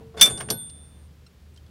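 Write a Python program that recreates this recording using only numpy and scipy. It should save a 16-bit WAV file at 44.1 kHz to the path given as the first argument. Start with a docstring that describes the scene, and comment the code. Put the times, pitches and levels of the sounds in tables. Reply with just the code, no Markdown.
"""On a boat's foredeck in the open air, a steel securing claw is worked off an anchor chain, close by.
It scrapes, breaks loose with a rattling clank, knocks again and rings on as it is lifted away; fittings tick.
Contacts shape resonance-coloured noise; rod, claw, links and deck are sums of decaying modes; a groan slides.
A wavering sine hums low beneath, with filtered noise for the harbour air and the rumble of handling."""
import sys
import numpy as np
from scipy import signal
from scipy.fft import rfft, irfft
from scipy.io import wavfile

SR = 44100
rng = np.random.default_rng(int(sys.argv[2]) if len(sys.argv) > 2 else 0)


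def master(y):
    """Save y as 16-bit WAV."""
    cut = np.clip(np.atleast_2d(y).T, -1, 1)
    pcm = np.round(cut * 32767)  # scale
    wavfile.write(sys.argv[1], SR, pcm.astype(np.int16))


N = 74970


def undb(db):
    """Level to amplitude: 20 dB is a factor of ten."""
    return 10 ** (np.asarray(db) / 20)


def unit(x):
    """Normalisation to an rms of 1."""
    return x / np.sqrt(np.mean(x ** 2))


def wander(size, step):
    """Slow random modulation of rms 1: random values every step points, joined by straight lines."""
    at = np.arange(size) / step
    return unit(np.interp(at, np.arange(size), rng.standard_normal(size)))


def noise(colour):
    """Spectral shaping: white noise weighted by (f/Hz, level/dB) points, at rms 1."""
    hz, db = np.array(colour).T
    f = np.maximum(np.fft.rfftfreq(N, 1 / SR), 1)
    gain = undb(np.interp(np.log(f), np.log(hz), db))
    return unit(irfft(rfft(rng.standard_normal(N)) * gain, N))


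def since(start):
    """Elapsed time in seconds since start, zero before it."""
    return np.maximum(np.arange(N) / SR - start, 0)


def strike(start, rise, t60):
    """Impact envelope: a quick rise, then exponential decay by 60 dB in t60 seconds."""
    age = since(start)
    attack = 1 - np.exp(-age / max(rise, 1e-5))
    return attack * np.exp(-np.log(1000) * age / t60)


def ring(start, hz, t60, rise):
    """Free vibration of one struck mode: a decaying sine."""
    return strike(start, rise, t60) * np.sin(2 * np.pi * hz * since(start))


def struck(modes, blows):
    """Modal superposition: each mode keeps its phase while every blow adds to its amplitude."""
    age = since(blows[0][0])
    out = np.zeros(N)
    for hz, db, t60 in modes:
        swing = sum(undb(blow_db) * strike(start, 2e-4, t60) for start, blow_db in blows)
        out += undb(db) * swing * np.sin(2 * np.pi * hz * age)
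    return out


def machinery_hum():
    """Frequency and amplitude modulation: a low sine whose pitch and level waver at random."""
    # swell of the hum: t/s, level relative to hum_db/dB
    hum_swell = [(0, -3.5), (.2, 6), (0.601, 0.5), (0.802, 5), (1.041, 4), (1.1, -1), (1.36, -3.5),
                 (1.469, 3), (1.7, 2.5)]
    hum_hz, hum_db = 75.8, -53.5
    waver, drift = 0.23, 0.013  # rms share of amplitude, of frequency
    hz = hum_hz * (1 + drift * wander(N, SR / 12))
    tone = np.sin(2 * np.pi * np.cumsum(hz) / SR)
    hum = unit((1 + waver * wander(N, SR / 10)) * tone)
    swell = np.interp(np.arange(N) / SR, *np.array(hum_swell).T)
    return undb(hum_db + swell) * hum


def harbour_air():
    """Stationary broadband noise: a steady spectrum weighted towards the low frequencies."""
    # spectrum of the air: f/Hz, relative level per Hz/dB
    air_colour = [(25, -28.5), (55, -5), (100, -8.5), (160, -8), (230, -19.5), (335, -24), (430, -21),
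                  (730, -31.5), (1500, -32), (4000, -34.5), (8000, -41.5), (16000, -45.5)]
    air_db = -55.5
    return undb(air_db) * noise(air_colour)


def handling_rumble():
    """Amplitude-modulated noise: low-frequency rumble follows the handling."""
    # course of the rumble: t/s, level/dB
    rumble_levels = [(0, -43.5), (.12, -54), (.33, -45), (.45, -43), (.6, -49.5), (0.751, -52),
                     (1.05, -53.5), (1.3, -62), (1.7, -54)]
    # its spectrum: f/Hz, relative level/dB
    rumble_colour = [(30, -22), (70, -0.5), (160, -1), (300, -14.5), (600, -20.5), (1500, -30.5),
                     (6000, -49.5)]
    level = np.interp(np.arange(N) / SR, *np.array(rumble_levels).T)
    return noise(rumble_colour) * undb(level)


def tensioning_rod():
    """Added damping: the knocked rod rings in its modes until the tightening grip mutes it."""
    # rod modes: f/Hz, relative level/dB, t60 before muting/s
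    rod_modes = [(449.5, -1.5, 1), (680, -13, .11), (950, -17, 0.19)]
    # knocks on the rod: t/s, level/dB
    rod_knocks = [(.009, -43), (0.148, -41.5), (0.171, -40)]
    held_s, fade_s = 0.18, 0.016  # start and time constant of the muting
    return struck(rod_modes, rod_knocks) * np.exp(-since(held_s) / fade_s)


def clatter():
    """High modal density: contacts excite chain and stopper as noise in bands; the deck answers late and long."""
    # steel-on-steel contacts: t/s, basic rise/s, basic t60/s, then level/dB at each of clatter_hz
    contacts = [ (0.14, 0.0023, 0.19, -64, -49.5, -71, -74, -94, -87),
                (0.167, 0.0099, 0.17, -43, -39, -44.5, -48.5, -44.5, -64),
                (0.1949, 0.00083, 0.055, -60, -50, -44, -33, -65, -65.5),
                (0.2115, 0.00031, 0.074, -45, -34.5, -18, -12.5, -10, -17),
                (0.2267, .002, .08, -46, -30.5, -44, -24, -20, -30),
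                (0.2556, 0.0022, .08, -46, -36, -37, -29.5, -26.5, -34),
                (0.267, 0.0031, .09, -49, -38, -36, -45.5, -46, -55),
                (0.296, .002, 0.22, -39.5, -45.5, -51.5, -57, -39, -79),
                (0.375, 0.00093, 0.069, -48.5, -42, -53.5, -43, -45, -69),
                (.402, .003, 0.068, -42.5, -35.5, -37.5, -37.5, -54, -44),
                (0.486, 0.0021, 0.12, -39, -41.5, -45, -50.5, -62, -75),
                (0.5015, 0.00063, 0.041, -39, -32.5, -40, -20, -34, -43),
                (0.505, .0005, 0.032, -45.5, -36, -39.5, -22.5, -45, -54)]
    # frequencies of those levels: f/Hz
    clatter_hz = [180, 700, 2200, 5300, 9000, 13500]
    # broad colour of chain and stopper: f/Hz, level before band normalisation/dB
    body_colour = [(700, 3.5), (1100, -5), (1550, 3), (1850, -3), (2300, -1), (4500, -6), (5300, 1),
                   (6700, -4.5), (8000, -0.5), (8600, 4.5), (10000, 7.5), (11800, -3), (14500, -1),
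                   (16000, -5)]
    tail_db, tail_t60_s = -23.5, .3  # the chain goes on shivering
    tail_knee_hz, tail_shortening = 1000, 0.41  # above the knee t60 falls with this power of frequency
    bass_hz, bass_lag_s, bass_t60_s = 260, 0.021, .3  # the deck's extra rise and decay, weighted to the bass
    resonance_hz, resonance_db = 55.05, 4  # spacing and rms depth of the dense steel resonances
    grain_db = 2.5  # rms depth of the chatter
    f = np.maximum(np.fft.rfftfreq(N, 1 / SR), 1)
    resonances = undb(resonance_db * wander(len(f), resonance_hz * N / SR))
    body = undb(np.interp(f, *np.array(body_colour).T))
    steel = rfft(rng.standard_normal(N)) * resonances * body
    chatter = unit(undb(grain_db * wander(N, SR / 1000)))
    out = np.zeros(N)
    for hz in 125 * 2 ** (np.arange(15) / 2):  # half-octave centres
        overlap = np.clip(1 - 2 * abs(np.log2(f / hz)), 0, 1)
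        band = unit(irfft(steel * overlap, N))
        bass = 1 / (1 + (hz / bass_hz) ** 2)
        tail_t60 = tail_t60_s / max(hz / tail_knee_hz, 1) ** tail_shortening
        power = np.zeros(N)
        for start, rise, t60, *levels in contacts:
            rise = rise + bass * bass_lag_s
            fall = strike(start, rise, t60 + bass * bass_t60_s)
            fall = fall + undb(tail_db) * strike(start, rise, tail_t60)
            level = np.interp(np.log(hz), np.log(clatter_hz), levels)
            power += (fall * undb(level)) ** 2
        out += band * np.sqrt(power)
    return out * chatter


def claw():
    """Contact damping: each blow's ring is stopped in turn, briefly while pressed on the chain, long once free."""
    # claw modes: f/Hz, relative level/dB, t60 when free/s
    claw_modes = [(895, -7.5, 0.44), (1492, -4, 0.42), (3375, -18, .3), (3542, 3, 1.0), (4216, -2.5, .24),
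                  (4985, 3.5, 0.052), (5240, 2, 0.094), (5680, -21.5, .4), (6500, -4, 0.42),
                  (7080, 1, 0.32), (8926, -1.5, 0.91), (10330, -3.5, 0.11), (11404, 0.5, .24)]
    # blows on the claw: t/s, stopped at t/s, share of free t60, then level/dB at each of claw_hz
    claw_blows = [ (.174, 0.207, 0.54, -42, -41, -63.5, -54.5, -58, -61.5),
                  (.197, 0.22, 0.42, -32, -33, -38, -42, -61, -60.5),
                  (0.2145, 0.293, 0.2, -41, -5.5, -33, -36, -19.5, -22.5),
                  (0.241, .3, 1, -43.5, -45.5, -50.5, -55, -27, -30.5),
                  (.298, 0.384, 1, -41.5, -39, -67, -44.5, -27, -45.5),
                  (0.387, 0.508, 1, -46.5, -60, -62, -59, -33, -76),
                  (.5022, 1.077, 0.93, -40.5, -42, -34.5, -69.5, -27, -23)]
    # frequencies of those levels: f/Hz
    claw_hz = [1500, 3540, 5000, 7100, 8920, 11390]
    stop_s, rise_s = 0.002, 0.00096
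    # the claw turns and a silent lobe of one mode sweeps past
    node_s, node_width_s, node_mode_hz = 0.562, 0.025, 8919
    waver_db, waver_rate = 1.58, 25  # the claw moves in the hand: rms depth, new values per s
    t = np.arange(N) / SR
    gates = [.5 - .5 * np.tanh((t - blow[1]) / stop_s) for blow in claw_blows]
    out = np.zeros(N)
    for hz, db, t60 in claw_modes:
        swing = np.zeros(N)
        for (start, _, share, *levels), gate in zip(claw_blows, gates):
            level = db + np.interp(hz, claw_hz, levels)
            swing += undb(level) * strike(start, rise_s, t60 * share) * gate
        near_node_mode = abs(np.log(hz / node_mode_hz)) < .08
        lobe = np.tanh((node_s - t) / node_width_s) if near_node_mode else 1
        waver = undb(waver_db * wander(N, SR / waver_rate))
        out += swing * waver * lobe * np.sin(2 * np.pi * (hz * t + rng.random()))
    return out


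def chain_links():
    """Modal superposition: blows ring the short, bright modes of links and shackle."""
    # link and shackle modes: f/Hz
    link_hz = [1276, 2343, 4129, 5472, 6010, 6073, 7293, 7724, 7877, 7965, 9441, 9802, 10163, 12655]
    # for each of those modes: relative level/dB, t60/s
    link_ring = [(-26.5, 0.18), (-13.5, 0.12), (-25, 0.11), (-13, .098), (1.5, 0.058), (-10, 0.091),
                 (-17.5, .11), (-12, 0.082), (-10, 0.056), (-10.5, .08), (-14.5, 0.13), (-10.5, .085),
                 (-13.5, .1), (-9, 0.067)]
    # blows that ring the links: t/s, level/dB
    link_blows = [(0.1978, -41), (0.213, -9.5), (0.2249, -7), (.2555, -28)]
    modes = [(hz, db, t60) for hz, (db, t60) in zip(link_hz, link_ring)]
    return struck(modes, link_blows)


def deck():
    """Structure-borne sound: thumps reach the deck and set off its low modes."""
    # deck modes: f/Hz, relative level/dB, t60/s
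    deck_modes = [(137, -3, .2), (176, 0.5, 0.21), (243, -6, 0.23), (336.7, -9, 0.31), (514, -4.5, .14),
                  (715, -6.5, 0.18)]
    # thumps that reach it: t/s, level/dB
    deck_thumps = [(.213, -39.5), (0.505, -35)]
    return struck(deck_modes, deck_thumps)


def groan():
    """Exponential glide: a tone roughened by random modulation slides down as the clank dies."""
    start_s, end_s, level_db = 0.23, .345, -40.5
    start_hz, fall_s = 774, .047  # fall_s: time constant of the glide
    age = since(start_s)
    hz = start_hz * np.exp(-age / fall_s) * (1 + 0.1 * wander(N, SR / 300))
    gate = np.clip(np.minimum(age, end_s - start_s - age) / .006, 0, 1)
    roughness = 1 + .3 * wander(N, SR / 150)
    tone = np.sqrt(2) * np.sin(2 * np.pi * np.cumsum(hz) / SR)
    return undb(level_db) * gate * roughness * tone


def ticks():
    """Impulsive excitation: shifting fittings farther off give noise clicks and short modal pings."""
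    # light ticks of the fittings: t/s, click level/dB
    tick_times = [(0.697, -43), (1.265, -54.5), (1.561, -51.5), (1.5735, -51.5), (1.663, -58.5)]
    # spectrum of the clicks: f/Hz, relative level/dB
    tick_colour = [(300, -24.5), (2200, -14), (3000, -2), (4300, 1.5), (6300, -3.5), (9300, -10),
                   (10500, -11), (16000, -28.5)]
    # modes that ping with the ticks: t/s, f/Hz, level/dB
    tick_pings = [(1.265, 1372, -53.5), (1.264, 2750, -53), (1.264, 4120, -48.5), (1.264, 5430, -51.5),
                  (1.265, 8170, -55), (1.542, 8100, -53.5), (1.5763, 3135, -47.5), (1.663, 3395, -57.5)]
    rise_s, click_t60_s, ring_t60_s = 0.0013, 0.033, 0.042
    envelope = sum(undb(db) * strike(start, rise_s, click_t60_s) for start, db in tick_times)
    clicks = noise(tick_colour) * envelope
    pings = sum(undb(db) * ring(start, hz, ring_t60_s, rise_s) for start, hz, db in tick_pings)
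    return clicks + pings


def scene():
    """Linear superposition: all sources add at one microphone, close to the claw."""
    background = machinery_hum() + harbour_air() + handling_rumble()
    steel = tensioning_rod() + clatter() + claw() + chain_links()
    return (background + steel + deck() + groan() + ticks())[None]


def record(dry):
    """Saturation and band limiting: the recorder rounds the loudest peaks and cuts the top."""
    ceiling, top_hz = .82, 15700  # ceiling: share of full scale
    rounded = ceiling * np.tanh(dry / ceiling)
    low_pass = signal.ellip(8, .2, 70, top_hz, fs=SR, output="sos")
    return signal.sosfilt(low_pass, rounded)


dry = scene()
out = record(dry)
master(out)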